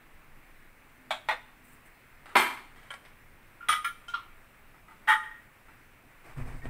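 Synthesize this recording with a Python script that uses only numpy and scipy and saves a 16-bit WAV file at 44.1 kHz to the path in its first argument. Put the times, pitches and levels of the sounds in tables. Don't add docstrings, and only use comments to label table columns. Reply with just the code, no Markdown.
import sys
import numpy as np
from scipy import signal
from scipy.fft import rfft, irfft
from scipy.io import wavfile
from scipy.ndimage import uniform_filter1d

SR = 44100
rng = np.random.default_rng(int(sys.argv[2]) if len(sys.argv) > 2 else 0)


def amplitude_ratio(level_db):
    exponent = np.asarray(level_db, float) / 20
    return 10 ** exponent


def pcm_store(signal):
    levels = np.round(np.clip(np.atleast_2d(signal), -1, 1) * 32767)
    wavfile.write(sys.argv[1], SR, levels.astype(np.int16).T)


N = 295029

# (time [s], peak level [dB], clatter t60 [s], ring over clatter [dB])
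KNOCK_A = [
    (1.106, -18.5, 0.19, -5.5),
]
KNOCK_B = [
    (1.286, -16, 0.14, -12),
    (1.309, -20, 0.19, -6.5),
]
SLAM = [
    (2.3533, -14.5, 0.046, -13),
    (2.3555, -8, 0.45, -4.5),
]
TAP = [
    (2.759, -48, 1, -29),
    (2.83, -50, 0.54, -21),
    (2.904, -30, 0.25, 1),
    (2.938, -34.5, 0.096, -7),
    (3.05, -44.5, 0.25, -15),
]
LID = [
    (3.685, -11, 0.3, 4.5),
    (3.697, -21, 0.11, -20),
    (3.726, -19.5, 0.12, -20),
    (3.761, -29, 0.1, -22),
]
LID_BOUNCE = [
    (3.843, -20.5, 0.18, -2.5),
]
RIM = [
    (3.606, -36.5, 0.23, 8.9),
    (3.624, -35, 0.97, 6.1),
]
POT = [
    (5.072, -12.5, 0.17, -5),
    (5.085, -9.5, 0.19, 2),
    (5.112, -16, 0.12, -16),
    (5.224, -35, 0.41, -14),
]
NUDGE = [
    (2.256, -41, 0.21, -16),
    (2.289, -43, 0.31, -15),
    (2.314, -45, 0.33, -18),
    (4.742, -51, 0.31, 3),
    (4.881, -45.5, 0.2, -1),
    (4.908, -44, 0.25, 1),
    (5.682, -49.5, 0.66, -5.5),
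]
CLOSE = [
    (6.617, -43.5, 0.15, 12),
    (6.654, -32.5, 0.084, -9),
]
FLICK = [
    (1.6327, -53, 0.3, -30),
    (1.6694, -55, 0.43, -30),
    (1.7144, -53.5, 0.18, -28),
    (1.8502, -54, 0.12, -30),
]
RIM_TICK = [
    (4.0815, -32.5, 0.32, 5.7),
]
VALVE = [
    (2.9043, -49, 0.69, 5),
    (3.6854, -24.5, 0.26, -6.5),
    (3.696, -26, 0.15, 4),
    (3.8482, -34.5, 0.34, 3.5),
    (5.0873, -33, 0.38, -2),
]
JINGLE = [
    (2.362, -26, 0.41, -8),
]
RIM_TAP = [
    (4.137, -19.5, 0.26, 5),
]
SHIVER = [
    (2.385, -33, 0.3, -8),
]

# (frequency [Hz], level [dB], t60 [s])
POT_MODES = [(869.6, 0.5, 0.35), (991, -17, 0.43), (1236, 2.5, 0.25), (1315, -17, .3), (1392, -5, 0.36),
             (1475, -6, 0.24), (1825, -13, 0.37), (1875, -2, 0.56), (2300, -9, 0.2), (3170, -9, 0.13),
             (3736, -15.5, 0.27), (5330, -25, 0.14), (6100, -27, 0.17), (15200, -30, .1)]
LID_MODES = [(935, -12, 0.22), (1235, 2, 0.81), (1309, -1, 0.6), (1665, -10, 0.098), (1985, -5, 1),
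             (2290, -9.5, 0.56), (3350, -7.5, 0.33), (3800, -17, 0.37), (5460, -22, 0.46),
             (6160, -16.5, 0.25)]
PAN_MODES = [(371, -10, 0.29), (805, 3, 0.12), (860, -1, 0.14), (976, -3, 0.4), (1210, -6, 0.2),
             (1523, -12, 0.52), (1600, -8, 0.62), (1685, -10.5, 0.66), (2075, -11, 0.8), (610, 2, 0.088),
             (2364, -8, 0.88), (3150, -8, 0.49), (3725, -9.5, 0.17), (5280, -20, 0.33)]

# (frequency [Hz], level [dB], t60 [s])
CUP = (KNOCK_A, [(120, -44), (200, -26), (500, -26.5), (620, 0.5), (900, -1.5), (1250, -6.5), (2000, -8.5),
       (2600, -9), (2900, -19), (3300, -4), (3900, -11.5), (4400, -22), (5040, -27.5), (7680, -23.5),
       (16000, -41)], [(655, -2, 0.11), (757, 7, 0.1), (910, -4, 0.1), (1430, -12, 0.12), (2000, -3, 0.071),
       (2500, -4, 0.066), (3330, -1, 0.14)])
BOWL = (KNOCK_B, [(59, -67), (100, -29), (373, -20.5), (872, 1.5), (970, -7), (1450, -5), (1550, -6.5),
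        (2080, -2.5), (3190, -18), (3620, -14), (4200, -26), (4600, -26.5), (6020, -32.5), (8460, -32.5),
        (16000, -42)], [(634, -1, 0.11), (1194, -10, 0.22), (1440, -4, 0.32), (1840, -14, 0.22),
        (2476, -10, 0.12), (3610, -4.5, 0.12), (4130, -12, 0.19)])
PAN = (SLAM, [(47, -50), (80, -33), (205, -16.5), (255, -5.5), (575, -14.5), (615, -10), (958, 1),
       (1120, -3), (1200, -1), (1820, -5.5), (2270, -3), (2840, -15), (3240, -10.5), (6590, -36.5),
       (12800, -26), (16000, -44)], PAN_MODES)
PAN_EDGE = (TAP, [(180, -64), (300, -13), (930, -4), (1120, -4), (1230, -7), (1390, -5), (2280, -1),
            (2740, -15), (3130, -9.5), (4100, -20.5), (4700, -20), (5600, -24), (9390, -19.5),
            (16000, -43)], [(1126, -16.5, 5.0), (1390, -11, 0.28), (1650, -14, 5.0), (3150, 2, 0.062),
            (3730, -26, 0.34)])
LID_DOME = (LID, [(120, -87.5), (200, -65), (245, -64), (800, -24), (945, -19), (1040, -27), (1270, -2),
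            (1500, -12.5), (1940, -17), (2800, -24), (3190, -11.5), (4350, -32.5), (9400, -44),
            (14100, -33), (16000, -53)], LID_MODES)
LID_TILTED = (LID_BOUNCE, [(240, -77), (400, -53), (879, -21.5), (1400, 1), (1530, -26), (1680, -12),
              (2400, -8.5), (2710, -26.5), (3120, -11), (4510, -36.5), (7990, -36), (9320, -27),
              (16000, -29)], [(1374, 4, 0.19), (1693, -7, 0.43), (2430, -27, 0.22), (3030, -11, 0.15),
              (5160, -19, 0.13), (6150, -20, 0.18), (9300, -14, 0.1), (9900, -20, 0.1)])
LID_RIM = (RIM, [(290, -74), (500, -55.5), (773, -34), (946, -16), (1260, 0), (1380, -10), (1600, -8),
           (2850, -14), (3250, -21), (4210, -35), (4600, -36), (5310, -31.5), (16000, -52)],
           [(1395, 17, 0.14), (3160, -17, 0.21), (3650, -37, 0.16), (3940, -24, 0.053)])
LID_LUG = (RIM_TICK, [(290, -68), (500, -39), (640, -28), (1210, -21), (1400, -5), (1620, -30), (2570, -21),
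           (3250, -19), (4470, -35), (6230, -28), (16000, -49)], [(1403, -1, 0.29), (3100, -2, 0.076),
           (5200, -24, .2), (6150, -20, .15), (9550, -27, .2)])
WEIGHT = (VALVE, [(3820, -11), (6500, -8.5), (8120, -13), (8950, 3.5), (9550, -1.5), (11000, -8),
          (11500, -14), (12500, -7), (14200, -21), (16000, -78)], [(9200, 4, 0.14), (9820, -1, 0.28),
          (9200, -2, 0.11)])
SPOON = (JINGLE, [(4120, -9.5), (7000, -2.5), (7960, -5), (9460, 0), (11300, -15), (12200, -16),
         (13000, -9), (13900, -15), (14300, -17), (16000, -25)], [(6120, -9, .3), (7700, 2, .25),
         (7800, -3, .2), (8970, -3, 0.62), (10200, -4, .2)])
VESSEL = (POT, [(120, -78), (200, -38), (353, -27), (612, -31), (763, -17), (851, -4.5), (950, -15),
          (1230, 0.5), (1680, -3), (1840, 4.5), (2560, -22), (3190, -11), (4430, -34.5), (9060, -33),
          (16000, -37)], POT_MODES)
BASE = (NUDGE, [(180, -59), (300, -9.5), (556, -13.5), (1400, -4), (1820, -11.5), (3000, -18.5),
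        (5640, -33), (8640, -27), (10000, -29), (13000, -58), (22000, -120)], [(890, -20, 5.0),
        (1267, -12, 0.065), (2000, -23, 5.0)])
HELD_LID = (CLOSE, [(180, -35), (300, 4.5), (1190, -16), (1870, -9), (3030, -18), (3520, -24), (7080, -51),
            (8640, -31), (9390, -43), (16000, -44)], [(1852, 2, 0.35), (2210, 3, 0.038)])
FOIL = (FLICK, [(4000, -34), (6500, -4), (8500, 8), (11000, 0), (15000, 5), (16000, 1.5)], [(8540, 0, .05)])
LADLE = (SHIVER, [(9000, -40), (11300, -25), (11900, -9), (12600, 2), (13200, -1), (14000, -18),
         (16000, -25)], [(12600, 0, .2), (13100, -2, .2)])
LID_LIP = (RIM_TAP, [(290, -70), (500, -55.5), (773, -22), (946, -10), (1380, 2.5), (1600, -16),
           (2850, -16), (3250, -13), (4300, -22.5), (4700, -32), (5310, -26), (7200, -42), (9000, -37),
           (16000, -54)], [(1396, 23, 0.085), (1250, -1, 0.18), (3200, 1.5, 0.19), (4040, -2, 0.12),
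           (5330, -13, .15), (6150, -18, .15), (8900, -24, .1)])
PIECES = [CUP, BOWL, PAN, PAN_EDGE, LID_DOME, LID_TILTED, LID_RIM, LID_LUG,
          WEIGHT, SPOON, VESSEL, BASE, HELD_LID, FOIL, LADLE, LID_LIP]

# (chatter [s], grip that damps modes [s], waver share [1])
HOLDS = [(0.0044, 0.026, 0.64), (0.00345, 0.017, 0.93), (0.0023, 0.16, 0.56), (0.0034, 0.067, 0.72),
         (0.00336, 0.075, 0.71), (.006, 0.036, 0.41), (0.0071, 0.028, 0.48), (0.0035, 0.027, 0.23),
         (0.0053, 0.041, 0.76), (0.0091, 0.14, .6), (0.017, 0.32, 0.7), (0.005, 0.029, 0.76),
         (0.00336, 0.033, 1.2), (0.021, .05, .5), (.012, .08, .6), (0.0058, 0.078, 0.44)]

# (frequency [Hz], t60 [s])
ROOM_T60 = [(200, 0.14), (1000, 0.59), (3000, 0.67), (8000, 0.71), (15000, 0.37)]

# (start [s], hold [s], rustle level [dB], thud over rustle [dB])
STROKES = [
    (6.233, 0.047, -55.5, -9.5),
    (6.356, 0.027, -52.5, 11),
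    (6.45, 0.052, -56, 8.5),
    (6.54, 0.027, -76, 6),
    (6.627, 0.016, -54.5, 10),
]
# (frequency [Hz], density [dB per Hz])
THUD = [(41, -41), (70, -6), (87, -3), (140, 5), (188, -25), (259, -1.5), (308, -31), (366, -10.5),
        (410, -29), (500, -14), (650, -65), (1100, -120)]
RUSTLE = [(180, -26), (300, -3), (562, -10), (655, -3.5), (910, -6.5), (1040, -3), (1280, -8.5),
          (2300, -9.5), (3500, -27.5), (4550, -59), (7700, -120)]
SKIN = [(2060, -35), (3500, -5), (3730, -5), (4870, -3), (6740, -4), (8420, 0), (9870, -6), (16000, -12)]
# (time [s], level [dB])
NEAR = [(6.2, -80), (6.3, -56), (6.37, -42), (6.46, -37), (6.55, -39), (6.62, -41), (6.69, -38)]
# (frequency [Hz], density [dB per Hz])
PUSH = [(3, -14), (10, 14), (24, -5), (42, 3.0), (62, -16.0), (90, -12), (200, -66)]

# (start [s], hold [s], level [dB])
HUM = [
    (0.94, .17, -66.5),
    (1.347, 0.13, -75.5),
    (1.58, 0.2, -72),
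]
# (frequency [Hz], density [dB per Hz])
HUSH = [(9, -42), (15, 5.5), (43, -16), (138, -15.5), (174, -21.5), (247, -18.5), (420, -24), (575, -25),
        (970, -23.5), (2140, -21.5), (2600, -25.5), (3100, -34.5), (4700, -40.5), (16000, -36)]
# (frequency [Hz], gain [dB])
HOUSING = [(4000, 2.5), (5400, 0.5), (6900, -2.5), (8000, 1.5), (9200, 1.5), (10600, -2), (12500, 0.5),
           (14000, -1), (15600, 3), (15950, -28)]
# (frequency [Hz], side over mid [dB])
APART = [(3700, -80), (4400, -7), (5500, -2), (9000, -7), (15000, -1)]


def evened(x):
    return x / np.sqrt(np.mean(x ** 2) + 1e-20)


def smoothed(shape, size, axis=-1):
    return uniform_filter1d(rng.standard_normal(shape), size=size, axis=axis)


def read(points, hz):
    f, value = np.transpose(points)
    return np.interp(np.log(hz + 1), np.log(f + 1), value)


def add(mix, start_s, sound):
    part = mix[round(start_s * SR):][:len(sound)]
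    part += sound[:len(part)]


def colour(points, size=2048):
    hz = abs(np.fft.fftfreq(2 * size, 1 / SR))
    log_gain = np.log(amplitude_ratio(read(points, hz)))
    phase = -signal.hilbert(log_gain).imag
    return np.fft.ifft(np.exp(log_gain + 1j * phase)).real[:size]


def noise(points, count):
    gain = amplitude_ratio(read(points, np.fft.rfftfreq(count, 1 / SR)))
    return evened(irfft(rfft(rng.standard_normal(count)) * gain, count))


def follow(points):
    time_s, level_db = np.transpose(points)
    return amplitude_ratio(np.interp(np.arange(N) / SR, time_s, level_db, left=-150, right=-150))


def swell(start_s, hold_s, rise_s, fall_db_per_s):
    t = np.arange(N) / SR - start_s
    return np.clip(t / rise_s, 0, 1) * amplitude_ratio(-fall_db_per_s * np.maximum(t - rise_s - hold_s, 0))


def clatter(spectrum, rise, chatter_s, t60_s):
    count = len(rise)
    t = np.arange(count) / SR
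    rocking = amplitude_ratio(1.3 * evened(smoothed(count, 160)))
    crack = 0.16 * amplitude_ratio(-60 * t / (0.0059 + 3 * chatter_s))
    shake = rise * (rocking * amplitude_ratio(-60 * t / t60_s) + crack) * rng.standard_normal(count)
    shake[round(chatter_s * SR / 2)] = 13 * .003 / max(chatter_s, .003)
    coloured = signal.fftconvolve(shake, colour(spectrum))[:count]
    streaks_db = 3.2 * evened(smoothed(count // 2 + 1, 30))
    streaks = np.c_[np.arange(len(streaks_db)) * 2., streaks_db]
    return signal.fftconvolve(coloured, colour(streaks))[:count]


def ringing(modes, rise, grip_s, waver_share):
    t = np.arange(len(rise)) / SR
    ring = np.zeros(len(t))
    for hz, mode_db, mode_t60_s in modes:
        a, b = rng.standard_normal((2, 300))
        knots_s = np.arange(len(a)) * 28 / hz
        waver = 1 + waver_share * np.interp(t, knots_s, a + 1j * b)
        fade = amplitude_ratio(mode_db - 60 * t / np.clip(mode_t60_s, .02, .6))
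        ring += fade * (waver * np.exp(2j * np.pi * (hz * t + rng.random()))).real
    return ring * rise * amplitude_ratio(-260 * np.maximum(t - grip_s, 0))


def contact(piece, hold, peak_db, t60_s, ring_db):
    _, spectrum, modes = piece
    chatter_s, grip_s, waver_share = hold
    t = np.arange(SR // 2) / SR
    rise = np.minimum((t + 2e-4) / chatter_s, 1)
    ring = ringing(modes, rise, grip_s, waver_share)
    sound = evened(clatter(spectrum, rise, chatter_s, t60_s)) + amplitude_ratio(ring_db) * evened(ring)
    loudest = np.sqrt(uniform_filter1d(sound ** 2, size=200).max())
    return amplitude_ratio(peak_db - 9) * sound / loudest


def cookware():
    out = np.zeros(N)
    for piece, hold in zip(PIECES, HOLDS):
        for start_s, peak_db, t60_s, ring_db in piece[0]:
            add(out, start_s, contact(piece, hold, peak_db, t60_s, ring_db))
    return out


def room(x):
    taps = np.zeros(SR)
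    at = np.arange(300, SR - 20, 20)
    taps[at + rng.integers(0, 20, len(at))] = rng.choice([-1., 1.], len(at))
    hz, t, z = signal.stft(taps, SR, nperseg=256)
    decay = amplitude_ratio(-60 * t / read(ROOM_T60, hz)[:, None])
    tail = signal.istft(z * decay, SR, nperseg=256)[1]
    return signal.fftconvolve(x, tail / np.linalg.norm(tail))[:N]


def hand():
    rise_s, rub_fall_db_per_s, thud_fall_db_per_s = 0.026, 158, 200
    skin_db, skin_follows = -51.5, .3
    thud = noise(THUD, N)
    grain = evened(amplitude_ratio(evened(smoothed(N, 300))))
    rustle = grain * noise(RUSTLE, N)
    skin = grain * noise(SKIN, N)
    out = noise(PUSH, N) * follow(NEAR)
    for start_s, hold_s, rustle_db, thud_db in STROKES:
        rub = swell(start_s, hold_s, rise_s, rub_fall_db_per_s)
        press = swell(start_s, hold_s, rise_s, thud_fall_db_per_s)
        out += rub * amplitude_ratio(rustle_db) * rustle
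        out += rub * amplitude_ratio(skin_db + skin_follows * rustle_db) * skin
        out += press * amplitude_ratio(rustle_db + thud_db) * thud
    return out


def hum():
    hz = 252 + 3 * evened(smoothed(N, 3000))
    tone = np.sqrt(2) * np.sin(2 * np.pi * np.cumsum(hz) / SR)
    gain = np.zeros(N)
    for start_s, hold_s, level_db in HUM:
        gain += amplitude_ratio(level_db) * swell(start_s, hold_s, rise_s=0.021, fall_db_per_s=250)
    return tone * gain


def hush():
    level_db, patch_db, swell_db = -58, .8, .25
    _, t, z = signal.stft(noise(HUSH, N), SR, nperseg=512)
    patches = evened(uniform_filter1d(smoothed(z.shape, 8, axis=0), size=16, axis=1))
    swelling = evened(smoothed(len(t), 30))
    drift = amplitude_ratio(patch_db * patches + swell_db * swelling)
    return amplitude_ratio(level_db) * signal.istft(z * drift, SR, nperseg=512)[1][:N]


def scene():
    hits = cookware()
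    mid = hits + amplitude_ratio(-19.0) * room(hits) + hand() + hum() + hush()
    return np.array([mid, mid])


def low_pass(x):
    return signal.sosfilt(signal.butter(12, 16810, fs=SR, output="sos"), x)


def record(dry):
    mid = signal.oaconvolve(dry.mean(0), colour(HOUSING))[:N]
    hz, t, z = signal.stft(mid, SR, nperseg=1024)
    scattered = rng.random((len(hz) // 16 + 1, len(t) // 3 + 1)) < .17
    scattered = np.repeat(scattered, 16, 0)[:len(hz)]
    scattered = np.repeat(scattered, 3, 1)[:, :len(t)]
    phase = np.exp(2j * np.pi * rng.random(z.shape))
    z = z * scattered * amplitude_ratio(read(APART, hz))[:, None] * phase
    side = signal.istft(z, SR, nperseg=1024)[1][:N]
    return low_pass(np.array([mid + side, mid - side]))


dry = scene()
out = record(dry)
pcm_store(out)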